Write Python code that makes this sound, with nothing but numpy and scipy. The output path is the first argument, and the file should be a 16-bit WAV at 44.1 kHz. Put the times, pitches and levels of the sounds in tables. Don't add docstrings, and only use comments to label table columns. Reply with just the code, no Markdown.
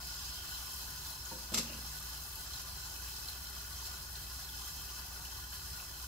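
import sys
import numpy as np
from scipy import signal
from scipy.fft import rfft, irfft, next_fast_len
from scipy.io import wavfile
from scipy.ndimage import map_coordinates

SR = 44100
rng = np.random.default_rng(int(sys.argv[2]) if len(sys.argv) > 2 else 0)


def to_wav(s):
    ch = np.atleast_2d(s).T
    pcm = np.round(np.clip(ch, -1, 1) * 32767)
    wavfile.write(sys.argv[1], SR, pcm.astype(np.int16))


N = 267995


def amp(db):
    return np.exp(np.asarray(db) * np.log(10) / 20)


def unit(x):
    return x / np.sqrt(np.mean(x ** 2) + 1e-20)


def along(points, hz):
    f, v = np.transpose(points)
    return np.interp(np.log(hz + 1), np.log(f + 1), v)


def wobble(rate):
    at = np.linspace(0, N * rate / SR, N // 100)
    knots = rng.standard_normal(int(at[-1]) + 4)
    return np.interp(np.arange(N) * rate / SR, at, map_coordinates(knots, [at]))


def filtered(x, response):
    n = x.shape[-1]
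    m = next_fast_len(n + 8192)
    return irfft(rfft(x, m) * response(np.fft.rfftfreq(m, 1 / SR)), m)[..., :n]


def add(track, s, sound):
    part = track[:, round(s * SR):][:, :sound.shape[1]]
    part += sound[:, :part.shape[1]]


# f/Hz, correlation
PORT_LIKENESS = [(60, .988), (150, .98), (350, .85), (850, .72), (1300, .4), (1560, .65), (1750, .38),
                 (2500, .58), (3000, .4), (3700, .45), (4400, .62), (4900, .35), (7450, .35), (9000, .1),
                 (15000, .03)]
# f/Hz, phase/rad
PORT_LEAD = [(800, 0), (1150, -.7), (1420, 1.5), (1490, 1.5), (1560, 2.6), (1720, .7), (2550, .4),
             (2900, -1.6), (3700, 2.3), (4000, 5.2), (4550, 8.9), (4900, 8.2), (5250, 5.1), (5750, 2),
             (6400, 0), (7450, -4.8), (8300, -6.3)]


def stereo(pair, colour):
    turn = lambda hz: np.arccos(np.clip(along(PORT_LIKENESS, hz), -1, 1)) / 2
    mid, side = filtered(pair, lambda hz: amp(colour(hz)) * [np.cos(turn(hz)), np.sin(turn(hz))])
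    lead = lambda hz: np.exp(1j * np.outer([1, -1], along(PORT_LEAD, hz)) / 2)
    return unit(filtered(np.array([mid + side, mid - side]), lead))


def noise(spectrum, size):
    return stereo(rng.standard_normal((2, size)), lambda hz: along(spectrum, hz))


# f/Hz, relative level/dB
ROOM_TONE = [(20, -5), (35, -5), (65, 9.5), (100, 4), (150, 0.5), (200, -7), (300, -10), (400, -11),
             (500, -22.5), (900, -13), (3000, -31.5)]
# f/Hz, rms level/dB, unsteadiness (0-1)
MOTOR_HUM = [(43.5, -64, 1), (60.15, -53.5, 0.04), (86.5, -69, 0.56), (147.4, -69, 0.7), (230, -82.5, 0.4),
             (283, -97, 0.84), (387.3, -76.5, 0.17), (536, -81, 1)]


def drone():
    phase = 2 * np.pi * np.arange(N) / SR
    hum = np.zeros(N)
    for hz, db, shake in MOTOR_HUM:
        line = (1 + shake * wobble(9)) * np.sin(hz * phase)
        drift = shake * wobble(9) * np.cos(hz * phase)
        hum += amp(db) * unit(line + drift)
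    return hum + amp(-55.5) * noise(ROOM_TONE, N)


# f/Hz, t60/s
ROOM_DECAY = [(150, 0.68), (1000, 0.38), (5000, 0.44), (15000, 0.019)]


def kitchen(x):
    hz, t, bands = signal.stft(rng.standard_normal((2, SR // 2)), SR, nperseg=256)
    decay = amp(-60 * t / along(ROOM_DECAY, hz)[:, None])
    tail = stereo(signal.istft(bands * decay, SR, nperseg=256)[1], np.zeros_like)
    return signal.fftconvolve(x, tail / np.linalg.norm(tail[0]), axes=1)[:, :N]


def ring(modes, t, scatter_db, spread):
    out = np.zeros((2, len(t)))
    for hz, db, t60 in modes:
        fade = amp(db + scatter_db * rng.standard_normal((2, 1)) - 60 * t / t60)
        phase = rng.uniform(0, 2 * np.pi) + spread * rng.standard_normal((2, 1))
        out += fade * np.sin(2 * np.pi * hz * t + phase)
    return out


def sustained(hits, modes, spread):
    t = np.arange(SR) / SR
    start = hits[0][0]
    ages = [(np.maximum(t + start - s, 0), db) for s, db in hits]
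    out = np.zeros((2, len(t)))
    for hz, level, t60 in modes:
        energy = sum((amp(db - 60 * age / t60) * (1 - np.exp(-age * hz / 2))) ** 2 for age, db in ages)
        phase = rng.uniform(0, 2 * np.pi) + spread * rng.standard_normal((2, 1))
        out += amp(level) * np.sqrt(energy) * np.sin(2 * np.pi * hz * t + phase)
    return out


# t/s, level/dB
FIRST_TOUCH = (1.314, -38.5)
# f/Hz, relative level/dB, t60/s
TOUCH_MODES = [(515, -9.5, .23), (555, -14, .14), (925, 0, .055)]
# t/s, thud level/dB, body level/dB
STOVE_BUMPS = [(1.317, -47.5, -62), (1.33, -57, -54), (1.357, -51.5, -58), (1.385, -58, -55),
               (1.518, -40.5, -46), (1.535, -43.5, -43), (1.548, -41, -37), (1.569, -42, -40.5),
               (1.589, -45, -39.5), (1.645, -54, -54), (1.695, -48, -50), (1.715, -53, -50),
               (1.74, -54, -54), (1.78, -56, -54), (1.83, -57, -57)]
# f/Hz, relative level/dB
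THUD_SPECTRUM = [(25, -30), (50, -6), (100, -3), (200, 3), (330, -.5), (450, -5), (560, -2), (730, -10),
                 (950, -16), (1400, -28), (4000, -45)]
# f/Hz, relative level/dB, t60/s
BODY_MODES = [(95, -8, .25), (146, -9, .36), (184, -4, .16), (227, 0, .15), (297, -12, .2), (366, -21, .12),
              (508, -19, .2), (552, -14, .18), (651, -20, .18), (1040, -20, .14)]


def bumps():
    out, t = np.zeros((2, N)), np.arange(SR // 4) / SR
    attack = 1 - np.exp(-t / .002)
    touch_s, touch_db = FIRST_TOUCH
    add(out, touch_s, amp(touch_db) * attack * ring(TOUCH_MODES, t, scatter_db=1, spread=.3))
    for s, thud_db, _ in STOVE_BUMPS:
        add(out, s, attack * amp(thud_db - 60 * t / .14) * noise(THUD_SPECTRUM, len(t)))
    body_hits = [(s, db) for s, _, db in STOVE_BUMPS]
    add(out, body_hits[0][0], sustained(body_hits, BODY_MODES, spread=.15))
    return out


# t/s, relative level/dB
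TAP_CONTACTS = [(1.521, -41), (1.53, -42), (1.5378, -31), (1.5426, -20), (1.549, -30), (1.556, -31),
                (1.562, -32), (1.568, -33), (1.574, -24), (1.578, -22), (1.582, -24.5), (1.587, -29.5),
                (1.592, -30), (1.597, -34), (1.611, -37), (1.631, -39)]
# f/Hz, relative level/dB
CRACK_SPECTRUM = [(300, -35), (1100, -2.5), (1400, -3), (1750, -7), (2100, -1), (2350, -6), (2700, 1),
                  (3200, -1), (4300, 3.5), (5300, 3), (6300, 3), (6800, -1), (7600, 4), (8250, -13),
                  (9100, -4.5), (12000, -4), (16000, -14)]
# f/Hz, relative level/dB, t60/s
METAL_MODES = [(1250, -19, .07), (2110, -8, .05), (2690, -17, .18), (3533, -13.5, .14), (4187, -10, .1),
               (4715, -11, .13), (4871, -12, .14), (5096, -10.5, .23), (5230, -14.5, .17),
               (5906, -14.5, .14), (6240, -11, .09), (6992, -11, .07), (7324, -6, .055), (7465, 2, .06),
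               (7600, -3, .04)]


def tap():
    out, t = np.zeros((2, N)), np.arange(SR // 4) / SR
    attack = 1 - np.exp(-t / .001)
    for s, db in TAP_CONTACTS:
        crack = amp(-3.4 - 60 * t / .044) * noise(CRACK_SPECTRUM, len(t))
        add(out, s, amp(db) * crack * attack)
    add(out, TAP_CONTACTS[0][0], amp(-14.5) * sustained(TAP_CONTACTS, METAL_MODES, spread=.8))
    return out


def bursts(rate, size_db, life, side_db=0):
    born = rng.random(N) < rate / SR
    excess = np.minimum(rng.exponential(size=N), 5)
    size = born * amp(size_db * excess + side_db * rng.standard_normal((2, N)))
    power = signal.lfilter([1], [1, -amp(-60 / (life * SR)) ** 2], size ** 2)
    return unit(np.sqrt(power) * rng.standard_normal((2, N)))


def bubbles(rate, low_hz, high_hz, life, size_db):
    when, pitch, length, size, channel = rng.random((int(rate * N / SR), 5)).T[:, :, None]
    t = np.arange(SR // 50) / SR
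    hz = low_hz + (high_hz - low_hz) * pitch
    level_db = -size_db * np.log(np.maximum(size, np.exp(-4)))
    taper = 1 - (t / t[-1]) ** 2
    fade = amp(level_db - 60 * t / (life * (.5 + length))) * taper
    pings = fade * np.sin(2 * np.pi * hz * t)
    at = (when * (N - len(t))).astype(int) + N * (channel > .5) + np.arange(len(t))
    return unit(np.bincount(at.ravel(), pings.ravel(), 2 * N).reshape(2, N))


def around(pitch, share):
    return lambda hz: -20 * np.log10(1 + ((hz - pitch) / (share * pitch)) ** 2)


# f/Hz, width/Hz, boost/dB
LID_RESONANCES = [(890, 29, 4.5), (1033, 52, 9.5), (1172, 82, 6.5), (1421, 53, 10), (1488, 59, 10.5),
                  (1675, 84, 7.5), (1994, 54, 10), (2612, 79, 8.5), (3127, 260, 6.5), (4115, 260, 5.5),
                  (5290, 400, 6), (6480, 110, 3), (7380, 580, 7.5)]


def under_lid(spectrum):
    return lambda hz: along(spectrum, hz) + sum(
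        db / (1 + (2 * (hz - centre) / width) ** 2) for centre, width, db in LID_RESONANCES)


# peak t/s, half length/s, level/dB, f/Hz
JUICE_POCKETS = [(0.19, 0.27, -52, 4940), (.46, 0.28, -57.5, 3100), (1.72, 0.073, -56, 2730)]


def pockets():
    out, t = np.zeros((2, N)), np.arange(N) / SR
    run = bursts(rate=900, size_db=1.2, life=.05, side_db=1)
    for s, half, db, pitch in JUICE_POCKETS:
        swell = np.exp(-((t - s) / half) ** 2)
        out += amp(db) * swell * stereo(run, around(pitch, share=.091))
    return out


def stray_spits(rate=2.5, db=-43, scatter_db=2, low_hz=2620, high_hz=12100):
    draws = rng.random((int(rate * N / SR), 3))
    return [(when * N / SR, db + scatter_db * (2 * size - 1), low_hz * (high_hz / low_hz) ** pitch)
            for when, size, pitch in draws]


# t/s, relative level/dB, f/Hz
FAT_SPITS = [(1.047, -37, 4300), (1.252, -33.5, 6600), (2.355, -36, 11500), (2.5334, -35.5, 4200),
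             (3.162, -33, 5290), (3.284, -33, 4250), (4.154, -33, 4300), (4.49, -41, 3400),
             (4.89, -38.5, 3000), (5.252, -42, 2950), (5.8, -42, 2620)]


def spits():
    out, t = np.zeros((2, N)), np.arange(SR // 8) / SR
    attack = 1 - np.exp(-t / .00059)
    puff = lambda colour: stereo(rng.standard_normal((2, len(t))), colour)
    for s, db, pitch in FAT_SPITS + stray_spits():
        tick = amp(-6.5 - 60 * t / .044) * puff(around(pitch, share=.067))
        hiss = amp(-13.5 - 60 * t / .15) * puff(under_lid(SIZZLE_SPECTRUM))
        add(out, s, amp(db) * (tick + hiss) * attack)
    return out


def patchy(x, depth_db):
    bands = signal.stft(x, nperseg=512)[2]
    patch = np.outer(np.hanning(9), np.hanning(15))
    field = signal.fftconvolve(rng.standard_normal(bands.shape[1:]), patch, 'same')
    return unit(signal.istft(bands * amp(depth_db * unit(field)), nperseg=512)[1][:, :N])


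# peak t/s, half length/s, sizzle rise/dB, fizz rise/dB
JUICE_SURGES = [(.68, 0.23, 1, 3), (1.07, .06, 1.3, 3.2), (1.35, .15, .8, 1), (2.057, 0.14, 1, 1.5),
                (2.318, 0.099, -1, 2.6), (2.584, 0.06, 1.8, 1.3), (3.1, 0.34, 1.6, 1.8),
                (3.28, 0.036, 1.3, .6), (3.87, 0.042, 3.2, 1.2), (4.643, 0.22, 1.7, 1.5),
                (5.568, 0.07, 1.5, 1.2)]


def liveliness(settle_db=2.5, settle_s=3.0):
    t = np.arange(N) / SR
    coarse, fine = settle_db * np.exp(-t / settle_s), np.zeros(N)
    for s, half, coarse_db, fine_db in JUICE_SURGES:
        swell = np.exp(-((t - s) / half) ** 2)
        coarse += coarse_db * swell
        fine += fine_db * swell
    return coarse, fine


# f/Hz, relative level/dB
SIZZLE_SPECTRUM = [(600, -29), (1500, -16.5), (2250, -17), (2500, -9.5), (2900, -8), (3600, -5),
                   (4500, -0.5), (6200, -1), (7500, -6), (8300, -14), (11000, -8.5), (16000, -9)]
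FIZZ_SPECTRUM = [(3000, -30), (7000, -12), (8200, -5), (9100, -1.5), (9900, -3), (11300, 0), (13000, 0),
                 (13900, -1), (14600, .5), (15700, -3.5)]
SIMMER_SPECTRUM = [(250, -21), (570, -6.5), (820, -2.5), (1250, -7), (1750, -6.5), (2250, -15),
                   (2700, -16.5), (3500, -16)]


def frying(sizzle_db=-49.5, fizz_db=-50, simmer_db=-56.5):
    coarse_db, fine_db = liveliness()
    flurry_db = .3 * wobble(9.9) + .55 * wobble(28)

    puffs = bursts(rate=1900, size_db=1.4, life=.042)
    pings = amp(-12.5) * bubbles(rate=600, low_hz=2600, high_hz=7800, life=.035, size_db=1.8)
    coarse = stereo(puffs + pings, under_lid(SIZZLE_SPECTRUM))
    sizzle = amp(sizzle_db + coarse_db + flurry_db) * patchy(coarse, depth_db=1.25)

    fine = stereo(bursts(rate=3200, size_db=2.0, life=.032), lambda hz: along(FIZZ_SPECTRUM, hz))
    fizz = amp(fizz_db + fine_db + .9 * flurry_db) * patchy(fine, depth_db=1.5)

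    juice = bursts(rate=380, size_db=1.0, life=.12, side_db=3.5)
    plops = amp(-6) * bubbles(rate=1100, low_hz=700, high_hz=3400, life=.05, size_db=1.7)
    low = stereo(juice + plops, under_lid(SIMMER_SPECTRUM))
    simmer = amp(simmer_db + .2 * coarse_db + .82 * flurry_db) * low
    return sizzle + fizz + simmer


# f/Hz, left minus right/dB
PAN_BALANCE = [(100, -36), (600, -1), (830, -2), (1100, 3.5), (1450, 7), (1750, 0.5), (2000, 2), (2600, 1),
               (3100, -4), (4600, 1), (5600, -1), (6300, -1.5), (7400, -2.5), (8600, 4), (10000, 5),
               (12000, 0), (14200, 2.5)]


def scene():
    off_axis = lambda hz: amp(np.outer([1, -1], along(PAN_BALANCE, hz)) / 2)
    pan = filtered(frying() + pockets() + spits(), off_axis)
    stove = pan + tap() + bumps()
    walls = amp(-9) * kitchen(stove)
    return stove + walls + drone()


def record(dry):
    return filtered(dry, lambda hz: hz < 15750)


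dry = scene()
out = record(dry)
to_wav(out)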